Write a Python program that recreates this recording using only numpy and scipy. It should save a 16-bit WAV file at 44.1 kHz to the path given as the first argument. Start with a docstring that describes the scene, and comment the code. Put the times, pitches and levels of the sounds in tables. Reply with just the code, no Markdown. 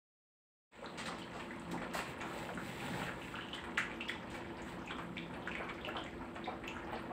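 """A hard-walled room with a concrete floor, where puppies crowd round one bowl of wet food.
After a silence the meal fades in: lips pop, tongues lap, spit crackles and the mash squelches, all
from small wet cavities ringing as they break open. Mouthfuls crush, and one hard bite snaps.
Paws scuff over grit, bump the bowl and shove it along until it groans.
The walls throw it all back, over a low rumble and a faint hum."""
import sys
import numpy as np
from scipy import signal
from scipy.fft import rfft, irfft
from scipy.io import wavfile
from scipy.ndimage import uniform_filter1d

SR = 44100
rng = np.random.default_rng(int(sys.argv[2]) if len(sys.argv) > 2 else 0)


def transcribe(u):
    """Save the signal u as a 16-bit wav file named by the first command-line argument.

    u: samples, shape (n,) or (channels, n), limited to [-1, 1]; the rate is SR.
    q: integer samples, one column per channel.
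    """
    v = np.clip(np.atleast_2d(u).T, -1, 1)
    q = np.round(v * 32767).astype(np.int16)
    wavfile.write(sys.argv[1], SR, q)


N = 313992
TIME = np.arange(N) / SR

# shoves that drag the bowl over the floor: middle_s, level_db, half_length_s
BOWL_SHOVES = [(2.1, -61, 0.038), (2.39, -60.5, 0.14), (2.68, -60, .09), (2.84, -58.5, 0.11),
               (3.0, -57.5, 0.11), (3.28, -65, 0.13), (4.7, -67, 0.072)]


def gain_of(db):
    """Decibels to amplitude."""
    return 10 ** (np.asarray(db) / 20)


def unit_rms(x):
    """Scales to rms 1."""
    return x / np.sqrt(np.mean(x ** 2) + 1e-20)


def curve_at(points, hz):
    """A curve's value on a log-frequency axis."""
    f, value = np.transpose(points)
    return np.interp(np.log(hz + 1), np.log(f + 1), value)


def fader(rows):
    """A dB curve as a gain for every sample."""
    return gain_of(np.interp(TIME, *np.transpose(rows)))


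def swells(rows):
    """Smooth rises and falls as one gain curve; where they overlap their powers add."""
    return np.sqrt(sum((gain_of(db) * np.exp(-((TIME - s) / half_s) ** 2)) ** 2 for s, db, half_s in rows))


def burst(t, rise_s, length_s):
    """An envelope that rises quickly, holds and falls."""
    return (1 - np.exp(-t / rise_s)) * np.exp(-(t / length_s) ** 2)


def add(mix, s, sound):
    """Mixes a sound in at time s."""
    part = mix[max(round(s * SR), 0):][:len(sound)]
    part += sound[:len(part)]


def coloured(x, colour):
    """Filters x by an EQ curve."""
    return irfft(rfft(x) * gain_of(curve_at(colour, np.fft.rfftfreq(len(x), 1 / SR))), len(x))


def noise(colour):
    """Noise of rms 1, shaped by an EQ curve."""
    return unit_rms(coloured(rng.standard_normal(N), colour))


def grainy_noise(samples, grain_db, grain_samples):
    """White noise whose level jumps about in tiny lumps."""
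    white, lumps = rng.standard_normal((2, samples))
    return white * gain_of(grain_db * unit_rms(uniform_filter1d(lumps, size=grain_samples)))


def drone(hz, width_hz, steady=0.44):
    """A tone that wavers, faster the wider it is; steady (0-1) evens out its strength."""
    resonance = 1 + ((np.fft.rfftfreq(N, 1 / SR) - hz) / width_hz) ** 2
    tone = signal.hilbert(irfft(rfft(rng.standard_normal(N)) / resonance, N))
    return unit_rms(tone.real / (abs(tone) + 0.38 * tone.real.std()) ** steady)


def pop(hz, ring_ms, glide):
    """A wet film breaks: a small cavity swells, rings and dies while its pitch slides."""
    t = np.arange(1024) / SR
    age = t / (max(ring_ms, .08) / 1000)
    pitch = hz * (1 + glide * (np.tanh(age / 2) - .5))
    return age * np.exp(1 - age) * np.sin(2 * np.pi * np.cumsum(pitch) / SR)


def walls(x, early_db, late_db, early_s=0.0077):
    """Direct sound, a quick cluster of floor and wall echoes, and a longer tail."""
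    # the room's decay: frequency_hz, t60_s
    decay_times = [(200, 0.35), (1000, 0.32), (3000, 0.39), (8000, 0.32), (15000, 0.08)]
    t = np.arange(SR * 3 // 4) / SR
    taps = rng.choice([-1., 1.], (2, len(t))) * (rng.random((2, len(t))) < 1 / 10) * (t > .002)
    early = taps[0] * np.exp(-t / early_s)
    hz, frame_s, bands = signal.stft(taps[1] * (1 - np.exp(-t / 0.0076)), SR, nperseg=256)
    decay = gain_of(-60 * frame_s / curve_at(decay_times, hz)[:, None])
    late = signal.istft(bands * decay, SR, nperseg=256)[1][:len(t)]
    echo = gain_of(early_db) * early / np.linalg.norm(early)
    echo += gain_of(late_db) * late / np.linalg.norm(late)
    return x + signal.fftconvolve(x, echo)[:len(x)]


def room_tone(rumble_db=-52, heave_db=-6, boom_db=-3, rest_db=-60, start_s=0.66, rise_s=.3):
    """A low rumble that heaves with each swell of a narrow boom, and a wavering hum; all ease in."""
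    # swells of the boom: middle_s, level_db, half_length_s
    booms = [(1.07, -44, 0.03), (1.75, -43, 0.069), (2.93, -43, 0.124), (5.25, -51.5, 0.53)]
    # EQ of the rumble: frequency_hz, level_db
    rumble_colour = [(20, -33), (36, -32), (48, -7), (75, -7), (100, -9.5), (125, -1), (150, -10.5),
                     (210, 1), (245, 3.5), (300, -5), (450, -12), (800, -26), (2000, -44), (5000, -49)]
    # fader on the deepest rumble: time_s, level_db
    deep_levels = [(.8, -65.5), (5, -61.5), (7.12, -59.5)]
    # EQ of the deepest rumble: frequency_hz, level_db
    deep_colour = [(25, -36), (42, -4), (52, 8.5), (90, 4.5), (130, 1), (220, -48.5)]
    # the hum creeping up: time_s, level_db
    hum_levels = [(0.7, -58), (7.12, -53.5)]
    swell = swells(booms)
    rumble = np.hypot(gain_of(rumble_db), gain_of(heave_db) * swell) * noise(rumble_colour)
    deep = fader(deep_levels) * noise(deep_colour)
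    boom = np.hypot(gain_of(rest_db), gain_of(boom_db) * swell) * drone(hz=173.0, width_hz=5.2)
    hum = fader(hum_levels) * drone(hz=338.2, width_hz=11.0)
    return np.clip((TIME - start_s) / rise_s, 0, 1) * (rumble + deep + boom + hum)


def scuffing(dull_db=-8, firm_db=-63):
    """Grit rolls under paws and bowl: a grainy hiss that brightens as they press harder."""
    # paws shuffling, settling as the meal goes on: time_s, level_db
    shuffle = [(.72, -70.5), (4.1, -74), (7.12, -77.5)]
    # EQ of grit on concrete: frequency_hz, level_db
    grit_colour = [(200, -16), (700, -0.5), (2000, 18), (4000, 8), (5200, -3.5), (6500, -7), (8000, 7.5),
                   (9500, -10.5), (12500, -28.5), (15500, -1)]
    grit = grainy_noise(N, grain_db=4, grain_samples=30)
    hiss = coloured(walls(grit, early_db=-7.5, late_db=-8), grit_colour)
    treble = signal.sosfilt(signal.butter(4, 5000, "high", fs=SR, output="sos"), hiss)
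    soft = coloured(hiss, [(8500, 0), (10500, dull_db)])
    push = np.hypot(fader(shuffle), swells(BOWL_SHOVES))
    pressure = np.clip(push / gain_of(firm_db), 0, 1)
    return push * (soft + pressure * (hiss - soft)) / treble.std()


def squelch(low_hz, high_hz, per_s, cycles, spread_db, tilt_db, early_db, pitches=30):
    """Tiny pops of all sizes from three mouths, each with its own echoes, held at an even level."""
    mouths = np.zeros((3, N))
    for k, hz in enumerate(np.geomspace(low_hz, high_hz, pitches)):
        strengths = gain_of(spread_db * np.minimum(rng.exponential(1, N), 3))
        hits = strengths * (rng.random(N) < per_s / pitches / SR)
        grain = pop(hz, 1000 * cycles * rng.uniform(0.63, 1.58) / hz, glide=rng.uniform(-0.39, 0.17))
        mouths[k % 3] += gain_of(tilt_db * np.log2(hz / low_hz)) * signal.oaconvolve(hits, grain)[:N]
    wet = sum(walls(mouth, early_db, late_db=-3) for mouth in mouths)
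    return wet / np.sqrt(abs(uniform_filter1d(wet ** 2, size=8000)) + 1e-12)


def chewing(slurp_db=0.1, crackle_db=-4, fizz_db=-23, usual_db=-52, treble_power=1.02):
    """A bed of low slurps, higher crackles and fizzing saliva that rides the puppies' appetite."""
    # how eagerly they eat: time_s, level_db
    appetite = [(.72, -61), (1.0, -52), (1.58, -54.5), (1.85, -50.5), (2.17, -52), (2.4, -48), (2.65, -55),
                (2.98, -46.5), (3.25, -53.5), (4.75, -52), (5.12, -56), (5.6, -50.5), (6.2, -55.5),
                (6.6, -55), (6.85, -50.5), (7.12, -53)]
    slurps = squelch(401, 1185, per_s=600, cycles=0.79, spread_db=0.5, tilt_db=2, early_db=-.5)
    crackles = squelch(1292, 3460, per_s=220, cycles=0.82, spread_db=3.5, tilt_db=-5.5, early_db=-1.5)
    fizz = squelch(4320, 14000, per_s=50, cycles=1.5, spread_db=4, tilt_db=-6.5, early_db=-4, pitches=15)
    eager = fader(appetite) / gain_of(usual_db)
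    treble = gain_of(crackle_db) * crackles + gain_of(fizz_db) * fizz
    return gain_of(usual_db) * (gain_of(slurp_db) * eager * slurps + eager ** treble_power * treble)


def laps(gain_db=-8, cycles=0.91, spread_octaves=0.61, length_s=.04, plops=9):
    """A tongue stroke is a dying cluster of low plops."""
    # tongues plunging into the mash: start_s, level_db, pitch_hz
    strokes = [(0.822, -37, 690), (1.081, -38, 870), (1.344, -36.5, 784), (1.73, -33.5, 583),
               (1.943, -28, 1100), (1.984, -44, 665), (2.214, -34, 1110), (2.484, -37.5, 706),
               (3.66, -39, 1110), (4.988, -40, 1170), (5.359, -39, 726), (5.599, -32, 1010),
               (5.666, -38, 1250), (5.868, -36.5, 585), (5.951, -30, 990), (6.208, -37, 1190),
               (6.357, -39.5, 960), (6.472, -32.5, 824), (6.509, -36.5, 850), (6.924, -34, 674),
               (7.099, -34.5, 970)]
    out = np.zeros(N)
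    for s, db, hz in strokes:
        stroke = np.zeros(SR // 2)
        for k, (when, size, slide) in enumerate(rng.uniform(-0.978, 1, (plops, 3))):
            age = k / plops
            pitch = hz * 2 ** (spread_octaves * size)
            plop = pop(pitch, 1000 * cycles / pitch, glide=1.2 * slide)
            add(stroke, length_s * age * (1 + when / plops), gain_of(-9 * age) * plop)
        add(out, s, gain_of(db + gain_db) * walls(stroke, early_db=4, late_db=0.5))
    return out


def smacks(rows, gain_db, ring_ms, early_db, late_db, after_db, spit_db, dry_share,
           peel_db=-15, peel_s=.003, after_s=0.014, glide=0.074, open_db=-35):
    """Lips peel, part with a pop and a tick of spit, and the saliva lets go in weaker pops."""
    out = np.zeros(N)
    for (s, db, hz), chance in zip(rows, rng.uniform(-1, 1, (len(rows), 3, 3))):
        smack = np.zeros(SR // 2)
        slides = glide * chance[:, 2]
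        tick = gain_of(spit_db) * pop(hz=7600, ring_ms=0.23, glide=slides[2])
        add(smack, 0, gain_of(peel_db) * pop(hz, ring_ms, slides[1]))
        add(smack, peel_s, pop(hz, ring_ms, slides[0]) + tick)
        for when, size, slide in chance:
            after_pop = pop(hz * 1.24 ** size, ring_ms / 2, glide * slide)
            add(smack, peel_s + after_s * (1 + when), gain_of(after_db) * after_pop)
        drier_db = dry_share * max(db - open_db, 0)  # loud smacks leave an open mouth: less echo
        add(out, s - peel_s, gain_of(db + gain_db) * walls(smack, early_db - drier_db, late_db - drier_db))
    return out


def lips():
    """Wet smacks, each ringing at the resonance of a mouth."""
    # lips and tongues parting: start_s, level_db, pitch_hz
    partings = [(0.8445, -36.5, 1330), (1.0582, -40, 1720), (1.0837, -35, 1240), (1.2193, -43, 3020),
                (1.5075, -38.5, 1850), (1.7764, -40, 1900), (1.8217, -40, 1220), (2.2045, -45, 2170),
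                (2.2232, -50, 1430), (2.5751, -33, 1490), (2.803, -39.5, 2400), (3.019, -37.5, 1310),
                (3.037, -41, 2600), (3.0837, -33.5, 1590), (3.2181, -41.5, 2700), (3.3413, -36.5, 1360),
                (3.3551, -38.5, 2840), (3.3874, -35.5, 1480), (3.41, -39.5, 2930), (3.4857, -44, 2910),
                (3.5317, -35, 3110), (3.579, -39.5, 1850), (4.0086, -31, 2680), (4.0865, -34.5, 3300),
                (4.0952, -26.5, 1980), (4.875, -39, 2470), (4.9074, -37, 1300), (4.9863, -34.5, 1210),
                (5.1697, -34, 2320), (5.475, -28.5, 1590), (5.5148, -34.5, 2500), (5.5527, -29.5, 2140),
                (5.6894, -41, 2220), (5.8126, -46, 3380), (5.8488, -32.5, 2730), (5.889, -34, 1540),
                (5.9675, -35.5, 3240), (6.0626, -39, 2060), (6.4424, -42, 3650), (6.4587, -40, 2180),
                (6.6379, -43.5, 2180), (6.6787, -32.5, 2690), (6.767, -35.5, 1470)]
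    return smacks(partings, gain_db=1.2, ring_ms=0.57, early_db=0, late_db=-1.5,
                  after_db=-11, spit_db=-23, dry_share=0.41)


def spit(gain_db=1, cycles=1.62, glide=0.097):
    """Bubbles of spit ring for a few cycles, high and crisp."""
    # single bubbles bursting: start_s, level_db, pitch_hz
    bubbles = [(0.8601, -40.5, 3840), (1.0598, -38.5, 3860), (1.228, -48, 4150), (1.5975, -47.5, 8000),
               (2.213, -45, 6800), (2.55, -46, 7940), (3.5626, -50, 7700), (3.781, -39.5, 6800),
               (4.083, -44, 5040), (4.62, -47, 7100), (4.862, -49, 7000), (4.911, -36, 3210),
               (5.181, -36, 3360), (5.3541, -62, 9500), (5.882, -48, 14500), (6.0395, -49, 7360),
               (6.3539, -54, 7600), (6.674, -52, 13300), (6.6792, -45, 6700), (6.9211, -52, 14500),
               (6.959, -48, 4270)]
    out = np.zeros(N)
    for s, db, hz in bubbles:
        add(out, s, gain_of(db + gain_db) * pop(hz, 1000 * cycles / hz, glide))
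    return walls(out, early_db=-3.5, late_db=-3)


def scrapes(gain_db=-2, rise_s=0.00089, bright_hz=9000):
    """A claw or the bowl's foot catches on the floor and skids: a burst of grit."""
    # short skids: start_s, level_db, length_s, brightness_db
    skids = [(0.975, -46, 0.046, -10), (1.055, -45, 0.031, -5), (1.18, -54, 0.026, -2),
             (1.332, -57.5, 0.062, -26), (1.389, -65, 0.089, 3), (1.711, -47.5, 0.013, 3.5),
             (1.935, -46, 0.079, 5), (3.54, -49, 0.013, -3), (3.777, -42, 0.014, 2), (4.084, -53, 0.027, 5),
             (4.3, -55, 0.034, -3), (4.343, -54, 0.032, 4)]
    # EQ of a skid: frequency_hz, level_db
    skid_colour = [(400, -10), (2000, 8.5), (4500, 1.5), (6200, -8.5), (8000, 1.5), (10000, -14.5),
                   (12500, -17.5), (15500, -12)]
    out, t = np.zeros(N), np.arange(8192) / SR
    for s, db, length_s, bright_db in skids:
        colour = [(hz, band_db + bright_db * (hz > bright_hz)) for hz, band_db in skid_colour]
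        grit = coloured(grainy_noise(len(t), grain_db=4, grain_samples=40), colour)
        add(out, s, gain_of(db + gain_db) * burst(t, rise_s, length_s) * unit_rms(grit))
    return walls(out, early_db=-2, late_db=-1.5)


def mouthfuls(gain_db=1, length_s=0.023, rise_s=0.0012):
    """Wet food gives way all at once: a short, lumpy crush."""
    # jaws squeezing the food: start_s, level_db
    squeezes = [(0.987, -49.5), (1.395, -46.5), (1.815, -45.5), (1.985, -41), (2.201, -42.5),
                (3.065, -45.5), (3.638, -52), (3.895, -48), (4.34, -47), (4.58, -51), (4.691, -59),
                (4.9, -44), (4.982, -48.5), (5.329, -51), (5.686, -44.5), (5.952, -54), (6.04, -57),
                (6.353, -47.5), (6.636, -49.5), (6.865, -55), (6.923, -46), (6.972, -50)]
    # EQ of the crush: frequency_hz, level_db
    crush_colour = [(300, -4), (900, 3.5), (1500, 2.5), (2400, 0.5), (3300, -8), (4500, -17.5), (6200, -38),
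                    (8000, -18.5), (11000, -55)]
    out, t = np.zeros(N), np.arange(8192) / SR
    for s, db in squeezes:
        crush = coloured(grainy_noise(len(t), grain_db=5, grain_samples=50), crush_colour)
        add(out, s, gain_of(db + gain_db) * burst(t, rise_s, length_s) * unit_rms(crush))
    return walls(out, early_db=-3.5, late_db=-4)


def bowl_bumps(gain_db=-4, hz=235, ring_ms=4):
    """The jostled bowl gives soft, dull knocks."""
    # paws and bodies hitting the bowl: start_s, level_db
    knocks = [(1.711, -44), (2.57, -33), (2.871, -41), (3.49, -43), (3.801, -38), (4.771, -36.5),
              (5.041, -35.5), (6.019, -39.5)]
    out = np.zeros(N)
    for s, db in knocks:
        add(out, s, gain_of(db + gain_db) * pop(hz * rng.uniform(0.91, 1.097), ring_ms, glide=0))
    return walls(out, early_db=-1, late_db=-2)


def bowl_groan(note_db=5, judder_db=8):
    """Pushed hard across the floor, the bowl judders and sounds a rough note."""
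    # EQ of the judder: frequency_hz, level_db
    judder_colour = [(60, -36), (110, -1), (135, 3), (200, -6.5), (260, -3), (400, -13.5), (900, -35)]
    push = swells(BOWL_SHOVES)
    note = gain_of(note_db) * push ** 2 / push.max() * drone(hz=805, width_hz=18)
    return note + gain_of(judder_db) * push * noise(judder_colour)


def bite():
    """One hard bite: a quick run of short, sharp smacks."""
    # snaps within the bite: start_s, level_db, pitch_hz
    snaps = [(3.7745, -26, 2740), (3.7787, -17.5, 1820), (3.783, -23, 1590), (3.795, -24, 1860),
             (3.8038, -31, 1900)]
    return smacks(snaps, gain_db=-0.5, ring_ms=0.39, early_db=-1.5, late_db=-4.5,
                  after_db=-18, spit_db=-26, dry_share=0)


def scene():
    """All the mouths at the bowl, and the place around them, in mono."""
    mouths = lips() + bite() + laps() + mouthfuls() + spit() + chewing()
    return (mouths + scrapes() + scuffing() + bowl_groan() + bowl_bumps() + room_tone())[None]


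def record(dry, start_s=0.711, fade_s=0.049, cutoff_hz=15650):
    """Silence, then a quick fade in; a steep low-pass trims the very top."""
    faded = dry * np.clip((TIME - start_s) / fade_s, 0, 1)
    lowpass = signal.firwin(511, cutoff_hz, window=("kaiser", 9), fs=SR)
    return signal.oaconvolve(faded, lowpass[None], "same")


dry = scene()
out = record(dry)
transcribe(out)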